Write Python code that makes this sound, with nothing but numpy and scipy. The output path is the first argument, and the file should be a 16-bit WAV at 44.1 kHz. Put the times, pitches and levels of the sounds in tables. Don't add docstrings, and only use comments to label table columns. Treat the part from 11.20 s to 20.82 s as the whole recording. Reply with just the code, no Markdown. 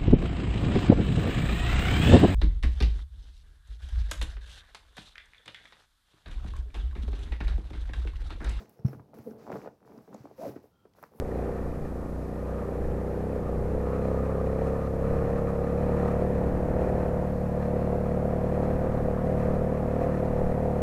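import sys
import numpy as np
from scipy import signal
from scipy.fft import rfft, irfft, next_fast_len
from scipy.io import wavfile
from scipy.ndimage import uniform_filter1d

SR = 44100
rng = np.random.default_rng(int(sys.argv[2]) if len(sys.argv) > 2 else 0)


def generate_wav(sig):
    pcm = np.round(np.clip(np.atleast_2d(sig).T, -1, 1) * 32767).astype(np.int16)
    wavfile.write(sys.argv[1], SR, pcm)


def elevation(decibels):
    levels = np.asarray(decibels, float)
    return 10 ** (levels / 20)


N = 424241


def evened(x):
    return x / np.sqrt(np.mean(x ** 2) + 1e-20)


def steadied(x):
    return x / np.sqrt(uniform_filter1d(x ** 2, size=12000, mode="mirror") + 1e-12)


def curve(rows):
    s, *columns = np.transpose(rows)
    return [np.interp(np.arange(N) / SR, s, column) for column in columns]


def bell(s, length):
    return np.exp(-8 * ((np.arange(N) / SR - s) / length) ** 2)


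def gate(turns, place, width):
    from_place = (turns - place + .5) % 1 - .5
    return np.exp(-8 * (from_place / width) ** 2)


def coloured(points):
    f, db = np.transpose(points)
    size = next_fast_len(N)
    hz = np.fft.rfftfreq(size, 1 / SR)
    shape = elevation(np.interp(np.log(hz + 1), np.log(f + 1), db, -90, -90))
    return evened(irfft(rfft(rng.standard_normal(size)) * shape, size)[:N])


def resonate(x, hz, width):
    return signal.lfilter(*signal.iirpeak(hz, hz / width, SR), x)


def engine():
    # (time [s], level [dB])
    effort_rows = [(0.0, -37), (0.02, -35), (0.1, -37.5), (0.27, -34.5), (0.51, -42), (1.12, -41),
                   (1.45, -35), (1.95, -34), (3.51, -32), (3.72, -35), (3.8, -32), (4.88, -31),
                   (5.44, -32.5), (5.63, -29.5), (6.24, -34), (6.54, -30.5), (9.38, -31), (9.62, -30)]
    # (time [s], breathing level [dB])
    throttle = [(0, -34), (.15, -30.5), (.7, -33), (1.3, -32), (2.12, -30.5), (2.6, -32), (2.89, -32.5),
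                (3.72, -36), (3.8, -34), (4.5, -32.5), (4.63, -30), (5.4, -30), (6.2, -30), (7.4, -28),
                (8.8, -28.5), (9.62, -29)]
    # (time [s], length [s], chain rattle rise [dB], clatter rise [dB])
    rough = [(.0, 0.16, 3, -4), (0.392, 1, 6, 3), (.85, 0.36, 3, -3), (1.358, 0.46, 11, 0),
             (1.85, 0.42, 2, -1.5), (2.3, .4, 9.5, -2.5), (2.715, 0.33, 14, 2.5), (2.89, 0.23, 7.5, 6),
             (3.147, 0.66, 15, 1), (3.437, 0.25, 4, 6.5), (3.583, 0.36, 11.5, 2), (4.025, 0.74, 15.5, 5),
             (4.4, 0.37, 8.5, 0), (4.806, 0.77, 15.5, 7), (5.162, 0.54, 0, 1.5), (5.634, 0.36, -9, 3.5),
             (5.807, 0.46, 5, 2.5), (6.577, 0.35, 8, 1.5), (6.96, 0.74, 6, -1.5), (7.434, 0.36, 5, 4),
             (7.714, 0.58, 9.5, 1.5), (7.983, 0.15, 11, -7), (8.22, 0.5, 10.5, 5.5), (8.857, 0.41, 9, 6),
             (9.2, 0.5, 5, 3), (9.6, 0.35, 0, 2)]
    turns, faster = crank()
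    ring_db = curve(effort_rows)[0]
    effort = ring_db + 31
    chain, shake = sum(np.outer(rises, bell(s, length)) for s, length, *rises in rough)
    ring_db = ring_db + 0.29 * shake
    breath_db = curve(throttle)[0] + 0.13 * shake
    rattle_db = -55.5 + 0.098 * effort + chain
    clatter_db = -54 + 0.34 * effort + shake
    flow_db = (breath_db + ring_db) / 2 - 6.2 + .12 * faster
    bumps = elevation(1.6 * coloured([(2, -12), (4, 2), (10, -2), (25, -12)]))
    gas = elevation(breath_db + 6.0) * breath(turns, faster) + elevation(flow_db) * roar(turns)
    shell = elevation(ring_db + 0.66) * cans(turns, faster)
    loose = elevation(rattle_db - 4.5) * rattle(turns) + elevation(clatter_db - 6.5) * clatter(turns)
    return gas + shell + loose * bumps


def crank():
    # (time [s], engine speed [cycles/s])
    pace = [(0.0, 29.648), (0.6, 29.818), (1.2, 30.192), (1.8, 31.014), (2.4, 31.53), (3.0, 33.54),
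            (3.6, 34.458), (4.2, 35.73), (4.9, 36.337), (5.6, 37.249), (6.2, 36.833), (6.9, 36.856),
            (7.5, 37.507), (8.3, 37.336), (9.0, 37.842), (9.62, 37.006)]
    # (time [s], length [s], lead [cycles])
    lurches = [(0.22, 0.25, -0.053), (0.7, 0.25, 0.14), (1.4, 0.25, 0.044), (2.18, 0.25, 0.181),
               (2.48, 0.25, -0.09), (3.4, 0.25, -0.036), (3.6, 0.25, 0.032), (4.42, 0.25, -0.066),
               (4.58, 0.25, -0.124), (5.1, 0.25, 0.06), (5.4, 0.35, -0.06), (8.6, 0.25, 0.034),
               (8.88, 0.25, 0.067), (9.34, 0.25, -0.071)]
    speed = curve(pace)[0]
    turns = .27 + np.cumsum(speed) / SR
    turns = turns + sum(lead * bell(s, length) for s, length, lead in lurches)
    flutter = .003 * coloured([(2, -10), (4, 0), (8, -4), (14, -30)])
    return turns + flutter, speed - 37


def breath(turns, faster):
    # (place [cycle], width [cycles], size [minus = suction], growth [dB per cycle/s])
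    swings = [(-0.064, 0.08, -0.104, -1.0), (-0.319, 0.782, -0.184, -0.5), (0.637, 0.335, -0.027, -1.8),
              (0.204, 0.674, -0.166, -0.9)]
    # (place [cycle], frequency [Hz], t60 [s], size [ratio], growth [dB per cycle/s])
    pipe = [(-0.217, 138.0, 0.2, -0.0019, -4.0), (-0.228, 196.0, 0.017, 0.121, 4.0),
            (0.136, 189.0, 0.138, -0.0253, -0.9), (-0.07, 271.0, 0.156, 0.0094, 3.7),
            (0.371, 259.0, 0.071, -0.002, -4.0)]
    strokes = sum(size * elevation(db * faster) * gate(turns, place, width) for place, width, size, db in swings)
    ringing = rings(turns, faster, pipe, uneven_db=.5, slide_db=.6, wander=.00004)
    return steadied(strokes - strokes.mean() + ringing)


def cans(turns, faster):
    # (place [cycle], frequency [Hz], t60 [s], size [ratio], growth [dB per cycle/s])
    can_rings = [(-0.036, 677.0, 0.012, 0.0676, 0.5), (0.102, 490.0, 0.127, -0.0159, 1.4),
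                 (-0.066, 474.0, 0.024, 0.0972, 0.7), (-0.464, 532.0, 0.056, -0.0331, 1.8),
                 (0.238, 345.0, 0.051, -0.0263, 1.1), (-0.014, 702.0, 0.037, -0.0374, 4.0),
                 (0.39, 426.0, 0.104, 0.0031, -1.5), (-0.314, 688.0, 0.2, -0.0119, 3.7),
                 (-0.07, 621.0, 0.2, 0.0027, 1.1), (-0.058, 719.0, 0.025, 0.0838, 2.2)]
    teeth = 13
    mesh = .0093 * elevation(.6 * faster) * np.cos(2 * np.pi * teeth * (turns - .029))
    ringing = rings(turns, faster, can_rings, uneven_db=1.3, slide_db=.9, wander=.00003)
    case = signal.butter(4, 850, fs=SR, output="sos")
    return signal.sosfiltfilt(case, steadied(mesh + ringing))


def rings(turns, faster, table, uneven_db, slide_db, wander):
    out, t = np.zeros(N), np.arange(6000) / SR
    chance = rng.standard_normal((400, 2))
    for place, hz, t60, size, growth_db in table:
        at = np.flatnonzero(np.diff(np.floor(turns - place)))
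        late, strong = chance[np.round(turns[at]).astype(int)].T
        drift_db = slide_db * evened(uniform_filter1d(rng.standard_normal(400), size=7))[:len(at)]
        moment = np.clip(at + np.round(wander * SR * late).astype(int), 0, N - 1)
        train = np.zeros(N)
        train[moment] = elevation(uneven_db * strong + drift_db + growth_db * faster[at])
        onset = 1 - np.exp(-t / .0004)
        ring = size * np.sin(2 * np.pi * hz * t) * elevation(-60 * t / t60) * onset
        out += signal.oaconvolve(train, ring)[:N]
    return out


def roar(turns):
    # (frequency [Hz], density [dB per Hz])
    roar_spectrum = [(25, 1), (55, -8), (280, 1), (380, -2.5), (700, -2), (1100, -13), (2000, -23),
                     (4000, -48)]
    return coloured(roar_spectrum) * (1 + 0.06 * gate(turns, .02, 0.98))


def rattle(turns):
    # (frequency [Hz], width [Hz], level [dB])
    guard = [(1214, 43, 3), (1152, 244, 3.5), (1290, 54, -11)]
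    jolts = rng.standard_normal(N) * (3.2 + gate(3 * turns, 0.21, 1.0))
    return evened(sum(elevation(db) * resonate(resonate(jolts, hz, w), hz, 2.6 * w) for hz, w, db in guard))


def clatter(turns):
    # (frequency [Hz], width [Hz], level [dB])
    fins = [(1755, 19, -11.5), (1825, 300, 0), (2366, 420, -5.5), (3750, 55, -39.5), (4100, 100, -20),
            (4206, 80, -21.5)]
    # (frequency [Hz], density [dB per Hz])
    leak = [(2500, -12), (3500, 4), (6000, 6.5), (12000, 0), (14500, -18)]
    taps = rng.standard_normal(N) * (0.74 + 0.37 * gate(turns, 0.29, 0.4) + 1.4 * gate(turns, 0.723, 0.33))
    hardness = np.minimum(rng.exponential(1, N // 64 + 1), 3.5)
    taps *= elevation(2.0 * hardness).repeat(64)[:N]
    ringing = sum(elevation(db) * evened(resonate(resonate(taps, hz, w), hz, 0.89 * w)) for hz, w, db in fins)
    return evened(ringing) + elevation(-14.5) * coloured(leak)


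def passers():
    # (time [s], firing rate [Hz], level [dB])
    vehicles = [
        [(3.6, 111.3, -58.5), (3.85, 107.6, -39), (4.05, 106, -43), (4.2, 101, -41), (4.6, 98, -68)],
        [(4.9, 63.65, -45), (5.25, 62.9, -33), (5.5, 59.6, -35), (5.7, 58, -33), (6, 58.7, -38.5),
         (6.5, 57.7, -57), (6.9, 59, -55)],
    ]
    out = np.zeros(N)
    for rows in vehicles:
        hz, level_db = curve(rows)
        turn = 2 * np.pi * np.cumsum(hz) / SR
        hum = np.sin(turn) + 0.33 * np.sin(2 * turn + 1) + 0.11 * np.sin(3 * turn + 2)
        wash = coloured([(60, -22.0), (150, -1.0), (300, 10), (700, 0), (1500, -10), (3000, -34.0)])
        heard = (level_db > -59.9) * elevation(level_db)
        out += heard * (evened(hum) + 0.67 * wash)
    return out


def buzzes():
    # (time [s], frequency [Hz], length [s], level [dB])
    tones = [(1.38, 548, .16, -42), (1.47, 400, .2, -38), (1.75, 385, .25, -44), (.65, 780, .15, -50),
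             (2.6, 300, .4, -44), (4.75, 335, .25, -42), (5.28, 290, .2, -40), (8.6, 265, .5, -42),
             (3.2, 400, .8, -43), (8.82, 42, .2, -37), (9.12, 33, .2, -36), (6.7, 4255, 2.4, -79.5)]
    shake = rng.standard_normal(N)
    return sum(elevation(db) * steadied(resonate(resonate(shake, hz, 2.3), hz, 21.0)) * bell(s, length)
               for s, hz, length, db in tones)


def wind():
    # (time [s], length [s], rise [dB])
    gusts = [(.0, 0.3, 20.5), (.65, 1, 16), (1.65, .35, 20.5), (2.45, 1.0, 19), (3.35, 0.63, 10),
             (4.0, 1, 18.5), (4.95, .3, 6), (5.45, .8, 18), (6.85, .6, 2), (7.7, 0.83, 19), (8.3, 0.87, 19),
             (9.25, .55, 21)]
    lumps = elevation(1.9 * coloured([(1, -10), (6, 6), (20, -43)]))
    rumble = coloured([(8, 3.0), (20, -9), (40, -18.0), (70, -20.0), (200, -23)])
    level_db = -51 + 1.5 + sum(db * bell(s, length) for s, length, db in gusts)
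    return elevation(level_db) * evened(lumps * rumble)


def scene():
    return (engine() + passers() + buzzes() + wind())[None]


def low_pass(x):
    return signal.sosfilt(signal.butter(12, 15460, fs=SR, output="sos"), x)


def record(dry):
    # (frequency [Hz], density [dB per Hz])
    hiss = [(2000, -6), (3300, 0), (5000, -0.5), (9000, -2.5), (12000, -1), (13500, -4.5), (14800, -13),
            (15500, -24)]
    x = signal.sosfilt(signal.butter(1, 18, "high", fs=SR, output="sos"), dry)
    loudness = np.sqrt(abs(uniform_filter1d(x ** 2, 300)))
    x = x + elevation(-65.5) * coloured(hiss) * (0.83 + 2.8 * loudness)
    return low_pass(x)


dry = scene()
out = record(dry)
generate_wav(out)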